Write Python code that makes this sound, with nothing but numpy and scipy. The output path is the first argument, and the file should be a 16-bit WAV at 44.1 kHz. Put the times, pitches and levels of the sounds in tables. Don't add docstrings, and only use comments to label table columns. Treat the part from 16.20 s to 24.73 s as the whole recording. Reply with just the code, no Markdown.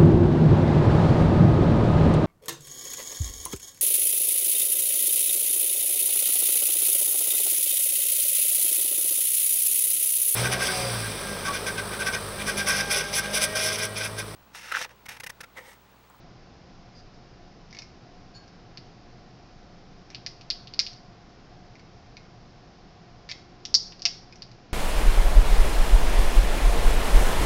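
import sys
import numpy as np
from scipy import signal
from scipy.fft import rfft, irfft, next_fast_len
from scipy.io import wavfile
from scipy.ndimage import uniform_filter1d, minimum_filter1d

SR = 44100
rng = np.random.default_rng(int(sys.argv[2]) if len(sys.argv) > 2 else 0)


def dump_mix(stems):
    frames = np.atleast_2d(stems).T
    limited = np.clip(frames, -1, 1)
    pcm = np.round(limited * 32767).astype(np.int16)
    wavfile.write(sys.argv[1], SR, pcm)


N = 376173

# start in seconds, relative levels of wall clink and cap knock in dB,
# hardness as a treble boost in dB, centre of the knock in Hz.
CONTACTS = [(2.2784, -48, -65, 4, 1580), (2.5733, -30.5, -43, -9, 2060), (3.9471, -27, -36, -6, 2680),
            (4.0632, -19.5, -33, -0.5, 2120), (4.2112, -40.5, -48.5, 1, 2530),
            (4.3022, -10.5, -27, -8.5, 3200), (4.4724, -37, -43, -6, 3300),
            (4.5374, -26.5, -44, -9.5, 2610), (4.592, -4.5, -26, -3, 2080),
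            (4.6656, -22.5, -34.5, -10, 3040), (4.7312, -39, -55, 3, 2660),
            (7.4523, -21.5, -33.5, 11, 3370), (7.5423, -0.5, -36, 0.5, 2800), (7.722, -41, -46.5, -1, 2620),
            (7.794, -39, -56, -4, 2400), (7.8202, -24, -44.5, 3, 2600), (7.8534, -4.5, -22, 2.5, 2610),
            (8.157, -41, -62, 14, 2030), (8.221, -27, -44, -7, 2980)]
def strikes(bounce_above_db=-15, bounces=2, first_gap_s=0.006, gap_shrink=0.61, cap_loss_share=0.47):
    for start, clink_db, knock_db, hard_db, knock_hz in CONTACTS:
        yield start, clink_db, knock_db, hard_db, knock_hz
        if clink_db > bounce_above_db:
            loss_db = -1.5 * clink_db
            for k in range(1, bounces + 1):
                start += first_gap_s * gap_shrink ** (k - 1)
                yield start, clink_db - k * loss_db, knock_db - k * cap_loss_share * loss_db, hard_db, knock_hz


# pitch in Hz, relative level in dB, seconds to fade by 60 dB.
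WALL_NOTES = [(3930, -10, .06), (4175, -6, .06), (4487, -1, .07), (4763, -2, .17), (4899, -6, .17),
              (5055, -2, .05), (5185, -4, .11), (5355, -2, .06), (5508, 0, .09), (5767, -5, .08),
              (6055, -3, .05), (6250, -7, .04), (6650, -6, .04)]
CAP_NOTES = [(709, -14, 0.034), (1066, -5.5, .02), (1570, -11, 0.009), (2060, -4, 0.016), (2112, 8.5, 0.03),
             (2360, 2.5, 0.024), (2520, -2, 0.031), (2770, -7, 0.02), (3100, -15, 0.026), (3500, 0, .02)]
# frequency in Hz, relative level in dB.
WALL_CRACK = [(300, -80.5), (1500, -48), (3000, -22.5), (3900, -11.5), (4500, 1), (5000, 2), (5500, 1.5),
              (6100, -9.5), (6700, -14), (7300, -19.5), (9000, -23.5)]
CAP_CRACK = [(100, -56), (500, -25.5), (1250, -10.5), (1650, -3.5), (2600, -2), (3400, 1), (4300, -3.5),
             (8000, -34)]
def tube_clinks(wall_db, cap_db, knock_width_hz, ring_send_db):
    t = np.arange(SR // 3) / SR
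    direct, sent = np.zeros((2, N))
    for start, clink_db, knock_db, hard_db, knock_hz in strikes():
        ring_db = 5 + 0.2 * clink_db
        force = pulse([(4500, 0.0029), (5700, hard_db)])
        wall = blow(WALL_NOTES, WALL_CRACK, t, ring_db - 7.5)
        wall = signal.fftconvolve(wall, force[None])[:, :len(t)]
        cap = blow(CAP_NOTES, CAP_CRACK, t, ring_db - 6.5)
        cap = resonate(cap, knock_hz, knock_width_hz)
        clink = from_db(clink_db + wall_db) * unit_energy(wall)
        knock = from_db(knock_db + cap_db) * unit_energy(cap)
        crack, ring = clink + knock
        add(direct, start, crack + ring)
        send_db = -4 - 0.1949 * clink_db
        add(sent, start, from_db(send_db) * (crack + from_db(ring_send_db) * ring))
    return direct, sent


def blow(notes, crack_shape, t, ring_db):
    crack = np.zeros(len(t))
    add(crack, 0, pulse(crack_shape))
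    ring = unit_energy(ringing(notes, t, vary_db=2.5, detune=0.00046))
    return np.array([crack, from_db(ring_db) * ring])


# start in seconds, length in seconds, number of slips,
# relative levels of the last rasp and of the caps' tone in dB.
STUTTERS = [(1.5088, 0, 1, -42, -51), (1.5276, 0.0604, 4, -28, -39.5), (1.6206, 0, 1, -33, -41),
            (3.8991, 0.0035, 1, -38, -45.5), (5.554, 0, 1, -48, -43.5), (5.593, 0.0016, 1, -47, -50),
            (5.9653, 0.0033, 1, -37, -39.5), (7.09, 0.0243, 5, -22, -37), (8.1249, 0, 1, -38, -42),
            (8.313, 0.0025, 1, -44, -64)]
def cap_slips(held_db=-9.5):
    for start, length, slips, rasp_db, tone_db in STUTTERS:
        for held_at in np.linspace(start, start + length, slips)[:-1]:
            yield held_at, rasp_db + held_db, tone_db
        yield start + length, rasp_db, tone_db


# frequency in Hz, relative level in dB.
RASP_SHAPE = [(200, -50), (900, -27), (1500, -18), (2200, -1.5), (3000, -10.5), (3900, 0), (4600, 3.5),
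              (5300, 7), (6200, -5.5), (7000, -11), (8500, -25)]
# pitch in Hz, relative level in dB, seconds to fade by 60 dB.
CAP_PAIR_NOTES = [(1860, -7, .012), (2050, -2.5, 0.015), (2148, 2.5, 0.028), (2420, -7.5, 0.021),
                  (2560, -9, 0.0095)]
def cap_stutters(rasp_gain_db, tone_gain_db, slip_s):
    t = np.arange(SR // 8) / SR
    out = np.zeros(N)
    for start, rasp_db, tone_db in cap_slips():
        rasp = unit_energy(shaped_noise(RASP_SHAPE, len(t)) * np.exp(-t / slip_s))
        tone = unit_energy(ringing(CAP_PAIR_NOTES, t, vary_db=3, detune=0.015))
        add(out, start, from_db(rasp_db + rasp_gain_db) * rasp + from_db(tone_db + tone_gain_db) * tone)
    return out


# start in seconds, length in seconds, level in dB, pitch in Hz.
SLIDES = [(0.742, 0.079, -58.5, 4900), (.93, 0.037, -67, 5000), (2.137, 0.048, -56.5, 4470),
          (3.905, 0.042, -62, 2300)]
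def tube_slides(slips_per_s, width_hz):
    out = np.zeros(N)
    for start, length, db, hz in SLIDES:
        size = int(length * SR)
        slips = rng.standard_normal(SR) * (rng.random(SR) < slips_per_s / SR)
        rub = unit_rms(resonate(slips[:size], hz, width_hz))
        add(out, start, from_db(db) * rub * signal.windows.tukey(size))
    return out


# start in seconds, level in dB.
PING = (2.151, -52)
BUMP = (7.854, -36)
# pitch in Hz, relative level in dB, seconds to fade by 60 dB.
PING_NOTES = [(1610, -7, 1), (2428, -9, .15), (4400, 0, 0.36), (4759, -12, 0.31), (6950, 2, 0.18)]
BUMP_NOTES = [(695, -5.5, 0.15), (920, 1, 0.04), (1130, -7, 0.09), (2635, 10, 0.079), (2800, -3, 0.1)]
def ping_and_bump():
    t = np.arange(SR) / SR
    out = np.zeros(N)
    for (start, db), notes in [(PING, PING_NOTES), (BUMP, BUMP_NOTES)]:
        add(out, start, from_db(db) * ringing(notes, t, vary_db=4, detune=0))
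    return out


# delay in seconds, relative level in dB.
ECHOES = [(.0026, -29.5), (.0068, -7), (0.0127, -20.5), (0.0163, -20)]
def workshop(sound, early_db, early_fade_s, late_db, late_fade_s):
    t = np.arange(SR // 2) / SR
    response = from_db(early_db) * scatter(t, early_fade_s, onset_s=0.00042)
    response += from_db(late_db) * scatter(t, late_fade_s, onset_s=0.014)
    for delay, db in ECHOES:
        response[round(delay * SR)] += from_db(db)
    return signal.fftconvolve(sound, response)[:N]


def scatter(t, fade_s, onset_s):
    build_up = 1 - np.exp(-(t / onset_s) ** 2)
    spectrum = rfft(rng.standard_normal(len(t)) * build_up * fade(t, fade_s))
    local_power = uniform_filter1d(np.abs(spectrum) ** 2, size=150)
    evened = irfft(spectrum / np.sqrt(local_power), len(t))
    return unit_energy(evened * (1 - t / t[-1]))


# pitch in Hz, width in Hz, level in dB.
HUM_TONES = [(24.74, 0.98, -64.5), (120.1, 3.8, -62), (168.3, 12, -63), (353, 5.8, -69.5), (703.2, 17, -66),
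             (728.3, 17, -66), (806, 23, -69.5)]
# frequency in Hz, relative level in dB.
RUMBLE_SHAPE = [(11, -29.5), (18, 6.5), (35, -5), (49, -4.5), (92, -7.5), (119, -2.5), (151, -6.5),
                (179, -4), (236, -9), (354, -11), (629, -16), (702, -14), (910, -21), (1040, -17.5),
                (1500, -28), (1950, -61), (3300, -120)]
def ventilation(rumble_db):
    hum = np.zeros(N)
    for hz, width_hz, db in HUM_TONES:
        tone = resonate(rng.standard_normal(N + SR), hz, width_hz)[SR:]
        hum += from_db(db) * unit_rms(tone)
    return hum + from_db(rumble_db) * shaped_noise(RUMBLE_SHAPE, N)


# frequency in Hz, relative level in dB.
HISS_SHAPE = [(700, -16), (1400, 2.5), (2300, -1), (3400, -4), (4300, -2.5), (5200, 0), (6000, -7),
              (7000, -11.5), (7500, -13), (8000, -28), (9000, -33)]
def hiss(level_db):
    return from_db(level_db) * shaped_noise(HISS_SHAPE, N)


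def ringing(notes, t, vary_db, detune):
    hz, db, fade_s = np.transpose(notes)[:, :, None]
    weight, shift = rng.standard_normal((2, len(notes), 1))
    strength = rng.choice([-1, 1], hz.shape) * from_db(db + vary_db * weight)
    waves = np.sin(2 * np.pi * hz * (1 + detune * shift) * t)
    return np.sum(strength * fade(t, fade_s) * waves, axis=0)


def resonate(x, hz, width_hz):
    r = np.exp(-np.pi * width_hz / SR)
    feedback = [1, -2 * r * np.cos(2 * np.pi * hz / SR), r * r]
    return signal.lfilter(np.array([1, 0, -1]) * (1 - r * r) / 2, feedback, x)


def shape_gains(shape, size):
    hz, db = np.transpose(shape)
    bins = np.maximum(np.fft.rfftfreq(size, 1 / SR), 1)
    return from_db(np.interp(np.log(bins), np.log(hz), db))


def pulse(shape, size=2048):
    cepstrum = irfft(np.log(shape_gains(shape, size)))
    spectrum = np.exp(rfft(2 * cepstrum[:size // 2], size) - cepstrum[0])
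    return unit_energy(irfft(spectrum))


def shaped_noise(shape, size):
    padded = next_fast_len(size)
    gains = shape_gains(shape, padded)
    phases = np.exp(2j * np.pi * rng.random(len(gains)))
    return unit_rms(irfft(gains * phases, padded)[:size])


def from_db(db):
    return 10 ** (np.asarray(db) / 20)


def unit_rms(x):
    return x / np.sqrt(np.mean(x ** 2) + 1e-20)


def unit_energy(x):
    return x / np.sqrt(np.sum(x ** 2) + 1e-20)


def fade(t, fade_s):
    return np.exp(-np.log(1000) * t / fade_s)


def add(track, start_s, sound):
    start = round(start_s * SR)
    track[start:start + len(sound)] += sound[:N - start]


def scene():
    clinks, sent = tube_clinks(wall_db=12, cap_db=18, knock_width_hz=1340, ring_send_db=-8.5)
    rubbing = cap_stutters(rasp_gain_db=13.5, tone_gain_db=17, slip_s=0.0022)
    rubbing += tube_slides(slips_per_s=2700, width_hz=310)
    rings = ping_and_bump()
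    sent += from_db(-0.6) * rubbing
    room = workshop(sent, early_db=-1, early_fade_s=0.075, late_db=-9, late_fade_s=0.5)
    background = ventilation(rumble_db=-51) + hiss(level_db=-60.5)
    return (clinks + rubbing + rings + room + background)[None]


def record(dry):
    treble_hz, cutoff_hz, ceiling = 6650, 9500, 0.7
    heard = signal.sosfilt(signal.butter(8, treble_hz, fs=SR, output="sos"), dry)
    needed_gain = ceiling / np.maximum(np.abs(heard), ceiling)
    gain = uniform_filter1d(minimum_filter1d(needed_gain, size=15), size=15)
    return signal.sosfilt(signal.cheby2(12, 50, cutoff_hz, fs=SR, output="sos"), heard * gain)


dry = scene()
out = record(dry)
dump_mix(out)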